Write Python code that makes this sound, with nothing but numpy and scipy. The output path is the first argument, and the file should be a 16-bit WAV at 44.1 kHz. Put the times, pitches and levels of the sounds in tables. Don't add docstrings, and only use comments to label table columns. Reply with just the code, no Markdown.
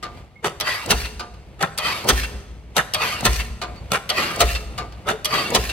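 import sys
import numpy as np
from scipy import signal
from scipy.fft import rfft, irfft, next_fast_len
from scipy.io import wavfile
from scipy.ndimage import uniform_filter1d, map_coordinates

SR = 44100
rng = np.random.default_rng(int(sys.argv[2]) if len(sys.argv) > 2 else 0)


def wav_record(signal):
    frames = np.transpose(np.atleast_2d(signal))
    bounded = np.clip(frames, -1, 1)
    quanta = np.round(bounded * 32767).astype(np.int16)
    wavfile.write(sys.argv[1], SR, quanta)


N = 252252

# (time [s], relative levels [dB] of blow, boom, exhaust, growl, bass, tick, knock)
BLOWS = [(.903, -12.5, -18.5, -23, -29.5, -2.5, -29, -27), (2.086, -11, -14, -21, -24.5, 0, -33.5, -24),
         (3.250, -13, -13, -19, -27.5, 3, -27, -22.5), (4.403, -12, -13, -21.5, -33.5, 5, -28.5, -23.5),
         (5.546, -13.5, -19.5, -23.5, -25.5, 0.5, -24, -22)]
# (time [s], relative level [dB], nominal length [s], tilt [dB/octave])
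CLACKS = [(0.6, -16, 0.0082, -1), (1.776, -15, 0.012, 0), (2.936, -13.5, 0.021, -1),
          (4.091, -14, 0.017, -3.5), (5.246, -14, 0.0064, 1.5)]
# (frequency [Hz], level [dB])
STEEL_SPECTRUM = [(100, -45), (300, -14.5), (550, -6.5), (1500, -6.5), (2400, -5), (4500, 3), (7000, -8.5),
                  (12000, -5.5), (16000, -21)]
# (frequency [Hz], level [dB])
SHUDDER_SPECTRUM = [(40, -52), (100, -0.5), (180, -1.5), (280, -3.5), (560, -3), (900, -8), (2000, -44.5)]
# (frequency [Hz], width [Hz], lift [dB])
CYLINDER_MODES = [(2100, 180, 3.5), (2702, 72, 16), (2927, 60, 5.1), (4500, 160, 2.1), (8500, 80, 8.4),
                  (11860, 120, 5)]


def amp(db):
    return 10 ** (np.asarray(db) / 20)


def unit(x):
    return x / np.sqrt(np.mean(x ** 2) + 1e-20)


def along(points, hz):
    f, v = np.transpose(points)
    return np.interp(np.log(hz + 1), np.log(f + 1), v)


def wobble(rate_hz, size):
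    knots = rng.standard_normal(8192)
    return map_coordinates(knots, [np.arange(size) * rate_hz / SR], order=2, mode="wrap")


def filtered(x, response):
    m = next_fast_len(N + SR // 2)
    return irfft(rfft(x, m) * response(np.fft.rfftfreq(m, 1 / SR)), m)[..., :N]


def body(spectrum, modes=(), tilt=0, bass_db=0, size=4096):
    hz = np.fft.rfftfreq(size, 1 / SR)
    lift = 1 + sum((amp(db) - 1) / (1 + (2 * (hz - f) / width) ** 2) for f, width, db in modes)
    broad_db = along(spectrum, hz) + tilt * np.log2(1 + hz / 1000) + bass_db / (1 + (hz / 300) ** 4)
    cepstrum = irfft(np.log(np.abs(lift) * amp(broad_db) + 1e-6))[:size // 2]
    response = irfft(np.exp(rfft(2 * cepstrum, size)))
    return response / np.linalg.norm(response)


def through(x, response):
    return signal.fftconvolve(x, response[None], axes=1)[:, :x.shape[1]]


def add(track, at_s, x):
    start = max(round(at_s * SR), 0)
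    track[:, start:start + x.shape[1]] += x[:, :max(N - start, 0)]


def grit(size, rough_db):
    return unit(rng.standard_normal((2, size)) * amp(rough_db * wobble(600, size)))


def shimmer(x, depth_db):
    z = signal.stft(x, nperseg=1024, noverlap=768)[2]
    field = rng.standard_normal(z.shape[1:])
    for _ in range(2):
        field = uniform_filter1d(uniform_filter1d(field, 3, 0), 7, 1)
    y = signal.istft(z * unit(amp(depth_db * unit(field))), nperseg=1024, noverlap=768)[1]
    return y[:, :x.shape[1]]


def ring(modes):
    t, tones = np.arange(SR // 2) / SR, 0
    for hz, db, t60_s in modes:
        decay = amp(db + rng.normal(0, 1.2) - 60 * t / t60_s)
        cycles = hz * t + rng.random((2, 1)) + .13 * wobble(70, len(t))
        tones += decay * np.sin(2 * np.pi * cycles)
    return tones * (1 - np.exp(-t / .0058))


def burst(rise_s, hold_s, t60_s, damping, rough_db, lead_db=-60, lead_s=.02):
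    hz, t, z = signal.stft(shimmer(grit(SR // 2, rough_db), depth_db=3), SR, nperseg=64)
    t = t - lead_s
    life = (np.maximum(hz, 400)[:, None] / 2000) ** -damping
    main = np.clip(t / (rise_s * life), 0, 1) * amp(-60 * np.maximum(t / life - hold_s, 0) / t60_s)
    creep = amp(lead_db) * np.clip(1 + t / lead_s, 0, 1) ** 2 * (t < rise_s)
    return signal.istft(z * (main + creep), SR, nperseg=64)[1], lead_s


def add_hit(track, at_s, db, response, contact):
    force, lead_s = contact
    add(track, at_s - lead_s, amp(db) * through(force, response))


def engines():
    spectrum = [(15, -59), (25, -14), (44, -13), (64, -5), (78, -11), (92, -9), (223, -20.5), (256, -24.5),
                (714, -26.5), (1560, -39), (2160, -34), (6380, -49.5), (7510, -50), (16000, -61)]
    idle_db, rev_db, waver_db = -45, 5.5, 2.5
    rev_start_s, rev_s = 1.09, 2.7
    revving = np.clip((np.arange(N) / SR - rev_start_s) / rev_s, 0, 1)
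    level = amp(idle_db + rev_db * revving + waver_db * wobble(11, N))
    return level * through(grit(N, rough_db=1.5), body(spectrum))


def yard(x):
    decay = [(100, 2.9), (700, 1.07), (3000, 0.85), (8000, 0.89), (16000, 0.57)]
    hz, t, z = signal.stft(rng.standard_normal((2, SR)), SR, nperseg=256)
    envelope = amp(-60 * t / along(decay, hz)[:, None]) * (1 - np.exp(-t / .0058))
    tail = signal.istft(z * envelope, SR, nperseg=256)[1]
    return signal.fftconvolve(x, tail / np.linalg.norm(tail[0]), axes=1)[:, :N]


def rigging():
    pings = [(.356, 2170, -44), (1.715, 7750, -54), (3.76, 4500, -48), (5.112, 435, -33)]
    out = np.zeros((2, N))
    width_ratio, t60_s = .06, .19
    for at_s, hz, db in pings:
        unsteady = unit(1 + wobble(width_ratio * hz, SR // 2))
        add(out, at_s, unsteady * ring([(hz, db + 7.5, t60_s)]))
    return out


def fitting():
    clinks = [(0.027, -28), (1.195, -29), (3.615, -24), (4.778, -25)]
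    spectrum = [(100, -7.5), (500, 1), (1200, 1.5), (1800, -2.5), (2900, -2.5), (4700, -1.5), (6000, -9),
                (10000, -15.5), (16000, -23.5)]
    modes = [(354, -18, .42), (712, -9, .5), (1200, 0, .23), (1498, -9, .17), (2230, -22, .4),
             (2470, -14.5, .1), (2880, -10.5, .13), (4270, -9, .13), (4680, -6, .084), (6700, -23, .2)]
    out = np.zeros((2, N))
    rebound_s, rebound_db, ring_db = .143, -22, 2.5
    for at_s, db in clinks:
        for delay_s, loss_db in [(0, 0), (rebound_s, rebound_db)]:
            rattle = burst(rise_s=.0012, hold_s=.012, t60_s=.18, damping=.47, rough_db=3.5)
            add_hit(out, at_s + delay_s, db + loss_db, body(spectrum), rattle)
            add(out, at_s + delay_s, amp(db + loss_db + ring_db) * ring(modes))
    return out


def frame():
    # (time [s], level [dB], rise [s], hold [s], tilt [dB/octave], bass [dB], crack [dB])
    clanks = [(.444, -17, 0.00049, 0.0089, -3.5, 1.5, -27), (0.453, -22.5, 0.0013, 0.02, -0.5, -1, -40),
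              (1.607, -20, 0.0024, 0.006, -2, -13, -46), (1.6258, -15.5, 0.0024, 0.0031, -3.5, -8.5, -17.5),
              (2.7662, -13, .001, 0.0023, 0, 2, -13), (2.779, -17, .0021, .0071, 0, -2, -16),
              (3.918, -17.5, 0.0015, .0019, -1, -2, -16.5), (3.932, -16.5, 0.0018, .015, 0, -3.5, -37),
              (5.069, -16.5, .013, 0.013, -5.5, -0.5, -37), (5.087, -14, 0.00088, 0.0013, -1.5, 0.5, -40),
              (5.102, -19.5, 0.001, 0.0038, -2.5, -3.5, -28)]
    clank_spectrum = [(50, -22), (160, 0.5), (260, -9.5), (450, 2), (1300, -6), (2400, -6.5), (4000, -13.5),
                      (7000, -14), (11000, -18.5), (16000, -29)]
    frame_modes = [(171, 51, 2.8), (565, 31, 2.7), (793, 48, 7.1), (1310, 94, 12.2), (1970, 110, 3.6),
                   (2890, 230, 8), (3504, 140, 10.7), (3655, 110, 4), (4550, 150, 4.9), (6340, 98, 3.8),
                   (9300, 380, 3.6), (10400, 280, 1.7)]
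    steel_modes = [(3800, 300, 4.7), (6070, 290, 13), (7970, 260, 14)]
    clangs = [(1.628, -20), (2.782, -14), (3.941, -20.5), (5.087, -23.5)]
    clang_spectrum = [(200, -32), (600, -21.5), (950, 3), (1350, 9), (1900, 8.5), (2500, -23.5),
                      (5000, -29), (16000, -52)]
    out = np.zeros((2, N))
    for at_s, db, rise_s, hold_s, tilt, bass_db, crack_db in clanks:
        clank = burst(rise_s, hold_s, t60_s=.13, damping=.061, rough_db=3.5, lead_db=-13, lead_s=.026)
        add_hit(out, at_s, db, body(clank_spectrum, frame_modes, tilt, bass_db), clank)
        crack = burst(rise_s=.0003, hold_s=.002, t60_s=.018, damping=.1, rough_db=2)
        add_hit(out, at_s, crack_db, body(STEEL_SPECTRUM, steel_modes, tilt=2), crack)
    for at_s, db in clangs:
        clang = burst(rise_s=.0005, hold_s=.013, t60_s=.063, damping=.099, rough_db=.5)
        add_hit(out, at_s, db, body(clang_spectrum), clang)
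    return out


def catch():
    clack_modes = [(880, 40, 1.4), (1130, 110, 2), (2880, 83, 7.9), (3270, 72, 12), (5850, 570, 4.4),
                   (8740, 320, 6.1), (12600, 93, 5.7), (12300, 160, 6.7)]
    ring_modes = [(616, -2.5, 0.57), (1224, 2.5, 0.25), (3100, -6, 0.064), (3220, -9, .08)]
    out = np.zeros((2, N))
    for at_s, db, length_s, tilt in CLACKS:
        steel = body(STEEL_SPECTRUM, clack_modes, tilt)
        touch = burst(rise_s=.0009, hold_s=.0035, t60_s=.035, damping=.14, rough_db=2)
        add_hit(out, at_s, db - 4.5, steel, touch)
        slam = burst(rise_s=.001, hold_s=.18 * length_s, t60_s=.12, damping=.79, rough_db=.5)
        add_hit(out, at_s + .0085, db - .5, steel, slam)
        add(out, at_s + .00503, amp(db - 14) * ring(ring_modes))
    return out


def fuel_pump():
    spectrum = [(1000, -27.5), (4000, -6), (8300, 1), (11000, -14), (16000, -10)]
    out = np.zeros((2, N))
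    for at_s, *_, db, _ in BLOWS:
        tick = burst(rise_s=.00082, hold_s=.0044, t60_s=.018, damping=.089, rough_db=1.5)
        add_hit(out, at_s - .0435, db, body(spectrum), tick)
    return out


def slide():
    peaks = [(0.674, -21, -48), (1.852, -20, -35), (3.026, -19, -37.5), (4.18, -18.5, -30),
             (5.334, -19, -27.5)]
    spectrum = [(200, -17.5), (600, -4), (1100, 1), (2000, 1), (3000, -2.5), (4600, -2.5), (6500, -11),
                (10000, -16.5), (13000, -17.5), (16000, -25)]
    high_modes = [(1150, 150, 8.5), (1960, 55, 13.9), (2515, 180, 9.1), (3120, 66, 13.3), (4680, 210, 7.6),
                  (7250, 83, 2.3), (11400, 160, 9), (12700, 150, 6)]
    low_modes = [(1211, 36, 13), (2246, 100, 10.1), (2764, 83, 13.8), (4470, 190, 3.3), (8440, 150, 6.6),
                 (11240, 160, 12), (13100, 120, 7.7)]
    touch_s, grip_s, hold_s, retune_s = .01, .037, .019, .1
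    scrape_grip_db, scrape_db_per_s = 12.5, 83
    mast_grip_db, mast_db_per_s = 16.5, 47
    out, t = np.zeros((2, N)), np.arange(N) / SR
    scrape, shudder, fallen = np.zeros((3, N))
    for (peak_s, scrape_db, shudder_db), (start_s, *_), (end_s, *_) in zip(peaks, CLACKS, BLOWS):
        touch = np.clip(np.minimum(t - start_s, end_s + touch_s - t) / touch_s, 0, 1)
        slack = np.clip((peak_s - t) / grip_s, 0, 1)
        easing_s = np.maximum(t - peak_s - hold_s, 0)
        scrape += touch * amp(scrape_db - scrape_grip_db * slack - scrape_db_per_s * easing_s)
        shudder += touch * amp(shudder_db - mast_grip_db * slack - mast_db_per_s * easing_s)
        fallen += (touch > 0) * np.minimum(easing_s / retune_s, 1)
    for share, modes in [(1 - fallen, high_modes), (fallen, low_modes)]:
        friction = scrape * amp(1.1 * wobble(70, N)) * shimmer(grit(N, rough_db=1), depth_db=3.5)
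        out += through(np.sqrt(share) * friction, body(spectrum, modes))
    return out + through(shudder * grit(N, rough_db=1), body(SHUDDER_SPECTRUM))


def exhaust():
    spectrum = [(100, 9.5), (450, -12.5), (900, -9.5), (1800, 5.5), (3000, -1.5), (4600, 1), (7500, -6),
                (13000, -8.5), (16000, -13)]
    out, t = np.zeros((2, N)), np.arange(SR * 3 // 4) / SR
    cylinder, round_trip = body(spectrum, CYLINDER_MODES), round(.0017 * SR)
    flow = amp(np.interp(t, [0, .03, .09, .125, .2, .3, .7], [-10, -2, 2, -5.5, -19, -47, -72]))
    for at_s, _, _, db, *_ in BLOWS:
        jet = through(flow * shimmer(grit(len(t), rough_db=3), depth_db=3.5), cylinder)
        echo = .5 * np.pad(jet, ((0, 0), (round_trip, 0)))[:, :len(t)]
        add(out, at_s + .022, amp(db - 7.5) * (jet + echo))
    return out


def boom(hz=60, swell_s=.034, push_db=-7, push_s=.0079):
    echoes = [(0.087, -7.5), (0.141, -16), (.216, -11), (0.328, -28.5)]
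    out, t = np.zeros((2, N)), np.arange(SR // 2) / SR
    swell_age, push_age = t / swell_s, t / push_s
    tone = (swell_age * np.exp(1 - swell_age)) ** 1.5 * np.sin(2 * np.pi * hz * t)
    push = amp(push_db) * push_age * (push_age - 2) * np.exp(1 - push_age)
    for at_s, _, db, *_ in BLOWS:
        add(out[:1], at_s + .0266, amp(db) * (tone + push)[None])
        for delay_s, echo_db in echoes:
            add(out[:1], at_s + .0275 + delay_s, amp(db + echo_db) * tone[None])
    return out


def ram_blows():
    blow_spectrum = [(40, -3.5), (100, -2.5), (170, -5.5), (260, -6.5), (420, 0.5), (600, -1), (1000, -1),
                     (1350, -3.5), (2200, -8), (3200, 0.5), (4500, -2.5), (7000, -7.5), (11000, -12),
                     (16000, -15)]
    pile_modes = [(430, 25, 6), (699, 22, 8.5), (1297, 70, 6.5), (1930, 320, 8), (3760, 80, 1.5),
                  (6200, 120, 6), (8440, 170, 6.5)]
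    knock_spectrum = [(200, -18.5), (1000, -7), (2700, -6), (4200, -6), (6500, -15.5), (16000, -30)]
    out, air, cap = np.zeros((2, N)), body(SHUDDER_SPECTRUM), body(knock_spectrum, CYLINDER_MODES)
    for at_s, db, _, _, growl_db, bass_db, _, knock_db in BLOWS:
        crash = burst(rise_s=.0056, hold_s=.019, t60_s=.074, damping=.24, rough_db=-.45,
                      lead_db=-10, lead_s=.025)
        add_hit(out, at_s, db + 2, body(blow_spectrum, pile_modes, bass_db=bass_db), crash)
        growl = burst(rise_s=.031, hold_s=.044, t60_s=.22, damping=.14, rough_db=4.5, lead_db=-5)
        add_hit(out, at_s - .04, growl_db, air, growl)
        knock = burst(rise_s=.008, hold_s=.016, t60_s=.07, damping=.05, rough_db=1.5, lead_db=-16)
        add_hit(out, at_s + .143, knock_db, cap, knock)
    return out


def ports(x):
    likeness = [(60, 0.92), (400, 0.96), (1500, 0.5), (4500, 0.46), (8000, 0.28), (14000, 0.092)]
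    left_lead = [(0, 0.31), (850, 0.38), (1800, 1.19), (2700, -0.17), (3500, 0.84), (4500, 1.14),
                 (5500, 3.5), (7200, 4), (8300, 4.5), (10400, 9), (15000, 11.5)]
    turn = lambda hz: np.arccos(np.clip(along(likeness, hz), -1, 1)) / 2
    mid, side = filtered(x, lambda hz: np.array([np.cos(turn(hz)), np.sin(turn(hz))]))
    shift = lambda hz: np.exp(.5j * np.interp(hz, *np.transpose(left_lead)) * np.array([[1], [-1]]))
    return filtered(np.array([mid + side, mid - side]), shift)


def scene():
    firing = ram_blows() + exhaust()
    clatter = frame() + catch() + fuel_pump() + fitting() + rigging()
    scrape, thud = slide(), boom()
    echo = yard(amp(-14.5) * firing + amp(-17) * clatter + amp(-14) * scrape + amp(-19) * thud)
    return ports(firing + clatter + scrape + thud + echo + engines()) * amp([[.2], [-.2]])


def record(dry):
    low_hz, ceiling, top_hz = 30, .95, 15900
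    lean = filtered(dry, lambda hz: hz ** 4 / (hz ** 4 + low_hz ** 4))
    rounded = lean / (1 + np.abs(lean / ceiling) ** 6) ** (1 / 6)
    return filtered(rounded, lambda hz: 1 / (1 + (hz / top_hz) ** 160))


dry = scene()
out = record(dry)
wav_record(out)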